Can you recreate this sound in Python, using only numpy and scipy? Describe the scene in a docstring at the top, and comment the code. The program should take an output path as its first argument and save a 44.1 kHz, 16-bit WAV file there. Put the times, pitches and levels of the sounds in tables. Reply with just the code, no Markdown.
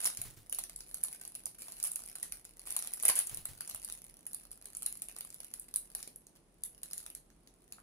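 """Living room, a plastic snack packet worked by hand close to a laptop's two microphone ports.
Over quiet room tone, tiny wrinkles crackle from the start, the film slips in short runs and creases
buckle with bright snaps that shake the sheet; desk and walls answer, with a few soft bumps beneath.
Bitten at the seam, the packet tears open at about 3 s: the loudest snaps, a hollow pop, then thuds
as the arms jerk apart. The handling goes on more lightly and thins out to a last small pop near 7.8 s."""
import sys
import numpy as np
from scipy import signal
from scipy.fft import rfft, irfft
from scipy.io import wavfile

SR = 44100
rng = np.random.default_rng(int(sys.argv[2]) if len(sys.argv) > 2 else 0)


def master_out(mix):
    """Clip the mix to full scale and print it as 16-bit PCM to the path in sys.argv[1]."""
    frames = np.transpose(np.atleast_2d(mix))
    ceiling = np.clip(frames, -1, 1)
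    pcm = np.round(ceiling * 32767).astype(np.int16)
    wavfile.write(sys.argv[1], SR, pcm)


N = 344862


def undb(db):
    """Decibels to gain."""
    return 10 ** (np.asarray(db) / 20)


def colour(x, points, size=4096):
    """Causal filter through (Hz, dB) points, from the cepstrum of the log gain."""
    hz, db = np.transpose(points)
    grid = np.maximum(np.arange(size // 2 + 1) * SR / size, 1)
    gain = undb(np.interp(np.log(grid), np.log(hz), db))
    cepstrum = irfft(np.log(gain))
    cepstrum[1:size // 2] *= 2
    cepstrum[size // 2 + 1:] = 0
    response = irfft(np.exp(rfft(cepstrum)))[:size // 2]
    response = response.reshape((1,) * (x.ndim - 1) + (-1,))
    return signal.fftconvolve(x, response, axes=-1)[..., :x.shape[-1]]


def port_noise(shape, apart):
    """Noise at the two ports, shape (.., 2, samples); 'apart' is the share of power each has alone."""
    noise = rng.standard_normal((*shape[:-1], 3, shape[-1]))
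    return np.sqrt(1 - apart) * noise[..., :1, :] + np.sqrt(apart) * noise[..., 1:, :]


def place(times, sounds):
    """Lays short sounds, shape (events, channels, samples), on the time line."""
    out = np.zeros((sounds.shape[1], N + sounds.shape[-1]))
    for start, sound in zip(np.clip(times * SR, 0, N).astype(int), sounds):
        out[:, start:start + len(sound[0])] += sound
    return out[:, :N]


# Spectrum of the quiet living room at the laptop: frequency_hz, gain_db
ROOM_TONE = [(24, -20), (38, 9), (55, -6.5), (90, -11), (160, -4.5), (350, -9), (700, -16), (1500, -25),
             (4000, -31), (7500, -32), (10300, -22), (13000, -49), (15000, -43)]

def room_tone(level_db=-66, split_hz=600):
    """Room rumble, shared by both ports, under a faint hiss that each port has on its own."""
    lowpass = signal.butter(1, split_hz, fs=SR)
    shared, own = port_noise((N,), apart=0.047), port_noise((N,), apart=1.0)
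    rumble = signal.lfilter(*lowpass, shared)
    hiss = own - signal.lfilter(*lowpass, own)
    air = colour(rumble + hiss, ROOM_TONE, size=16384)
    return air / air.std() * undb(level_db)


# Spectra of a crease's crack, tick and flap as heard through the microphone ports,
# which ring near 10 kHz: frequency_hz, gain_db
CRACK = [(4000, -51.5), (7000, -21), (8900, -15.5), (10200, -3.5), (12200, -13.5), (15000, -27.5)]
TICK = [(2600, -22.5), (4300, -7), (7000, -3), (9500, -13)]
FLAP = [(100, -10.5), (300, -4.5), (700, 5.5), (930, -2.5), (1300, -2.5), (2700, 1.5), (6000, -3)]
# Crack, tick and flap of a flipping crease, at the ports: spectrum, low_pitch_hz, high_pitch_hz, decay_s
CREASE_FACETS = [(CRACK, 8500, 11500, .0008), (TICK, 3700, 7800, .0008), (FLAP, 1000, 3400, .0013)]

def shiver(times, db, facet, apart=0.54, ring_db=-7, beam_share=0.83, size=360):
    """A facet of film shivers, faintly pitched, beaming unevenly. 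Channels: left, right, into the room."""
    spectrum, low_hz, high_hz, decay_s = facet
    t = np.arange(size) / SR
    span = .0025 * SR  # levels are rms over 2.5 ms

    def unit_level(x):
        return x / np.sqrt(np.mean(x ** 2, axis=(1, 2), keepdims=True) * size / span)

    pitch, right_phase = rng.random((len(times), 2)).T[..., None, None]
    hz = low_hz * (high_hz / low_hz) ** pitch
    ring = undb(ring_db) * np.sqrt(2) * np.sin(2 * np.pi * hz * t + right_phase * np.array([[0], [1]]))
    envelope = t * np.exp(-2 * t / decay_s)
    burst = (port_noise((len(times), size), apart) + ring) * envelope
    beams = unit_level(colour(burst, spectrum, size=512))
    # the room gets all directions at once, so a smoother colour
    click = unit_level(colour(signal.unit_impulse((1, 1, size)), spectrum, size=512))
    all_round = unit_level(click + beam_share * beams[:, :1])
    return place(times, np.concatenate([beams, all_round], axis=1) * undb(db)[:, None, None])


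def buckle(times, levels):
    """A crease flips: a bright crack, a tick of the fold and a slightly longer flap of the sheet."""
    return sum(shiver(times, db, facet) for db, facet in zip(levels, CREASE_FACETS))


# How hard the fingers work the film: time_s, level_db
FINGER_PRESSURE = [(0.0, -37.5), (0.41, -57), (0.6, -59), (1.09, -43.5), (1.5, -56), (1.85, -45.5),
                   (2.11, -44), (2.55, -57.5), (2.75, -44.5), (3.27, -43.5), (3.44, -54.5), (3.83, -43),
                   (4.09, -54), (5.2, -51.5), (5.9, -55), (6.45, -76), (6.99, -43.5), (7.23, -75.5),
                   (7.82, -58)]

def wrinkles(tick_db=-11, flap_db=-11, spread_db=4.5, count=520):
    """Tiny wrinkles give way at random, louder as the fingers press; most are faint, a few tick out."""
    jitter, strength = rng.random((count, 2)).T
    times = (np.arange(count) + 2 * jitter) / count * N / SR
    db = np.interp(times, *np.transpose(FINGER_PRESSURE)) + spread_db * (2 * strength ** 2 - 1)
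    return buckle(times, (db, db + tick_db, db + flap_db))


# Runs of tearing or sliding film: start_s, length_s, crack_db, flap_db
RIP_RUNS = [(0.0, 0.086, -45.5, -56), (0.051, 0.026, -31.5, -46), (0.877, 0.07, -60, -78),
            (1.581, 0.23, -57, -70.5), (1.835, 0.047, -38.5, -56.5), (2.653, 0.23, -54, -63.5),
            (3.047, 0.02, -41, -45), (3.085, 0.019, -27.5, -36.5), (3.157, 0.055, -37.5, -51),
            (4.862, 0.033, -63, -75), (5.982, 0.041, -53.5, -62), (6.353, 0.018, -66.5, -71),
            (6.645, 0.019, -44.5, -67)]

def rips(slips_per_s=400, spread_db=5, fade_db=6, tick_db=-2.0):
    """The film gives in a fast uneven run of slips that weakens as the tension goes."""
    out = 0
    for start, length, crack_db, flap_db in RIP_RUNS:
        count = max(int(length * slips_per_s), 2)
        along = (np.arange(count) + rng.random(count)) / count
        scatter = spread_db * np.clip(rng.standard_normal(count), -2, 1)
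        db = scatter - fade_db * (along ** 2 - .5)
        out = out + buckle(start + along * length, (crack_db + db, flap_db + tick_db + db, flap_db + db))
    return out


# Creases that snap out clearly, close to the microphone: start_s, crack_db, tick_db, flap_db
CREASE_SNAPS = [(0.0442, -27.5, -38, -48), (0.0604, -44, -30.5, -61), (0.172, -34.5, -43, -52),
                (0.2161, -29.5, -49, -46.5), (0.4966, -37.5, -54, -59), (0.5258, -27.5, -49, -40),
                (0.5473, -31.5, -44, -72), (0.5865, -29, -56, -42), (0.5917, -33.5, -40, -58),
                (0.638, -35, -43, -49), (0.6961, -43, -52, -49), (0.7612, -36.5, -53, -64),
                (0.806, -42, -45.5, -54.5), (0.9438, -30.5, -48, -53.5), (1.0355, -28, -61, -51),
                (1.0377, -23.5, -49, -56), (1.047, -42, -46, -50.5), (1.128, -36.5, -56, -55),
                (1.1471, -46, -60, -55), (1.2513, -40.5, -48.5, -56), (1.2768, -38, -59, -60),
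                (1.3516, -35.5, -47.5, -52), (1.457, -29.5, -41.5, -73), (1.4654, -48, -49, -51.5),
                (1.62, -41.5, -46.5, -53), (1.6827, -45, -57, -49), (1.721, -40.5, -48.5, -59),
                (1.8006, -40, -45, -53), (1.8282, -29.5, -42.5, -59), (1.839, -28, -50, -71),
                (1.8533, -36, -46, -50), (1.9171, -31, -55, -65), (1.9583, -28.5, -42.5, -50.5),
                (2.061, -42, -72, -63), (2.155, -37.5, -53, -49), (2.2289, -29, -49, -45.5),
                (2.3225, -32, -44, -46.5), (2.451, -44, -50.5, -55.5), (2.5944, -43.5, -52, -58),
                (2.6725, -39, -70, -46.5), (2.7054, -31, -44.5, -55), (2.7235, -32, -49, -65),
                (2.7648, -23.5, -40, -40.5), (2.7902, -31.5, -42.5, -65), (2.8241, -34.5, -43.5, -47.5),
                (2.873, -34, -46, -46.5), (2.9359, -28.5, -50, -49), (2.9992, -41.5, -43.5, -50),
                (3.0264, -29, -58, -51), (3.0343, -28, -61, -42), (3.0529, -16.5, -51, -39),
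                (3.0817, -15.5, -48, -34), (3.1547, -28.5, -47, -55), (3.1899, -19, -43, -41),
                (3.2705, -32, -66, -61), (3.295, -37, -51, -48.5), (3.3455, -33, -48, -58),
                (3.3721, -34, -50, -48.5), (3.4546, -30, -49, -45.5), (3.6078, -33, -45, -44),
                (3.676, -39, -50, -52.5), (3.6969, -34.5, -46, -52), (3.7111, -46, -44.5, -50.5),
                (3.7469, -33.5, -50.5, -49), (3.847, -33.5, -47.5, -78), (3.899, -39.5, -46, -51),
                (3.924, -34, -46, -68), (4.042, -45.5, -71, -61.5), (4.2667, -34, -56.5, -55.5),
                (4.3322, -37, -54, -66), (4.3459, -32, -47.5, -56.5), (4.5152, -39.5, -58, -63),
                (4.6564, -38.5, -50.5, -56.5), (4.75, -40.5, -47.5, -59), (4.769, -33.5, -59, -65),
                (4.8223, -36.5, -48.5, -49), (4.83, -35, -62, -63), (4.8622, -24, -38, -47),
                (4.9253, -36, -51, -58.5), (4.9724, -42, -60, -71), (5.02, -32, -48.0, -54),
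                (5.0853, -39.5, -53, -47.5), (5.1641, -42, -50, -50), (5.1863, -38.5, -59, -55),
                (5.208, -34.5, -46, -50), (5.2492, -41, -70, -54), (5.3033, -46, -50.5, -63),
                (5.3435, -41, -54, -77), (5.4032, -39.5, -51, -51.5), (5.4454, -41, -55, -58),
                (5.5385, -35, -47, -52), (5.597, -36, -64, -81), (5.7404, -33.5, -46, -53),
                (5.7599, -22, -41.5, -53), (5.9501, -30, -44, -48), (6.028, -38.5, -43, -52.5),
                (6.0757, -41.5, -50, -55), (6.16, -41.5, -71, -70), (6.2682, -51.5, -56.5, -73),
                (6.6363, -30, -44.5, -97), (6.8324, -35, -47, -53.5), (6.9114, -43, -50, -58),
                (6.9328, -32, -44.5, -53.5), (6.9793, -34, -43.5, -73), (7.0634, -39.5, -49.5, -49.5),
                (7.1016, -42, -66, -54.5), (7.1503, -37.5, -48.5, -55.5), (7.3023, -79, -65, -63.5),
                (7.4739, -57, -57, -64), (7.7232, -40, -47, -52)]

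def snaps(gain_db=0.5, before_db=-18, before_s=0.0018, after_db=-15, after_s=0.0084,
          fade_db_per_s=200, spread_db=3, neighbours=2):
    """A loud crease gives a little just before it flips, then trips its neighbours."""
    times, *levels = np.transpose(CREASE_SNAPS)
    levels = np.array(levels) + gain_db
    out = buckle(times, levels)
    lead = before_s * (.5 + rng.random(len(times)))
    out = out + buckle(times - lead, levels + before_db)
    for _ in range(neighbours):
        late = after_s * rng.exponential(size=len(times))
        scatter = spread_db * np.clip(rng.standard_normal(levels.T.shape).T, -2, 1)
        out = out + buckle(times + late, levels + after_db - fade_db_per_s * late + scatter)
    return out


# The living room's reverberation, band by band: frequency_hz, t60_s, level_db
ROOM_DECAY = [(503, 0.21, -3.5), (2580, 0.23, 0), (6360, 0.23, -3), (10120, 0.24, -6), (14600, 0.14, -11)]

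def room_echoes(x, desk_db=-14, desk_s=0.0016, size=16384):
    """Early echoes off desk and body, then a diffuse tail that dies soonest in the top treble."""
    t = np.arange(size) / SR
    log_hz = np.log(np.maximum(np.arange(size // 2 + 1) * SR / size, 1))
    hz, t60, wet_db = np.transpose(ROOM_DECAY)
    noise = rfft(rng.standard_normal((2, size)))
    onset = np.clip(t / desk_s - 1, 0, 1)
    tail = 0
    for share, decay, db in zip(np.eye(len(hz)), t60, wet_db):
        band = irfft(noise * np.interp(log_hz, np.log(hz), share), size)
        fade = undb(-60 * t / decay) * onset
        tail = tail + undb(db) * band * fade / np.linalg.norm(fade)
    early = np.exp(-t / desk_s) * (t > desk_s)
    desk = undb(desk_db) * rng.standard_normal((2, size)) * early / np.linalg.norm(early)
    return signal.fftconvolve(x, desk + tail, axes=-1)


def turning_echoes(x, size=8192):
    """The packet keeps turning, so each short stretch of crackle meets its own pattern of echoes."""
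    starts = np.arange(0, N, size)
    x = np.pad(x, (0, size))
    return place(starts / SR, np.array([room_echoes(x[None, i:i + size]) for i in starts]))


# Spectrum of a soft thud: frequency_hz, gain_db
THUD_SPECTRUM = [(25, -2), (60, -6), (120, 3), (180, -13.5), (500, -23.5)]
# Thuds of the arms, near the laptop: start_s, level_db
ARM_THUDS = [(0.186, -54.5), (0.25, -51.5), (0.368, -59), (3.31, -51.5), (3.386, -58.5), (3.485, -54),
             (3.724, -64)]

def arm_thuds(rise_s=0.001, decay_s=0.045, size=12000):
    """The arms jerk apart after a tear: dull, soft thuds, much the same at both ports."""
    times, db = np.transpose(ARM_THUDS)
    t = np.arange(size) / SR
    thuds = colour(port_noise((len(times), size), apart=0.32), THUD_SPECTRUM)
    thuds /= thuds.std(axis=(1, 2), keepdims=True)
    envelope = 2 * (1 - np.exp(-t / rise_s)) * np.exp(-t / decay_s)
    return place(times, thuds * envelope * undb(db)[:, None, None])


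# Hollow pops of a whole panel of the packet: start_s, pitch_hz, level_db
PANEL_POPS = [(3.034, 730, -61), (3.096, 1020, -33), (6.075, 430, -48.5), (7.784, 1360, -50)]

def panel_pops(decay_s=0.0012, size=1200):
    """A panel turns inside out and thumps the air in the packet: a few damped cycles."""
    times, hz, db = np.transpose(PANEL_POPS)
    t = np.arange(size) / SR
    rings = 2 * undb(db)[:, None] * np.sin(2 * np.pi * hz[:, None] * t) * np.exp(-t / decay_s)
    return place(times, rings[:, None])


def scene(balance_db=1.25, lag_samples=6):
    """At the laptop, the packet's sound reaches the left port first; the right is a little louder."""
    left, right, all_round = snaps() + wrinkles() + rips() + panel_pops()
    direct = np.array([left, np.pad(right, (lag_samples, 0))[:N]])
    port_gains = undb(np.array([[-balance_db], [balance_db]]) / 2)
    return (direct + turning_echoes(all_round) + arm_thuds() + room_tone()) * port_gains


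def record(dry, peak_limit=0.49, top_hz=15500):
    """The laptop's microphone input rounds the loudest peaks and cuts the top."""
    rounded = peak_limit * np.tanh(dry / peak_limit)
    lowpass = signal.ellip(8, .2, 70, top_hz, fs=SR, output="sos")
    return signal.sosfilt(lowpass, rounded)


dry = scene()
out = record(dry)
master_out(out)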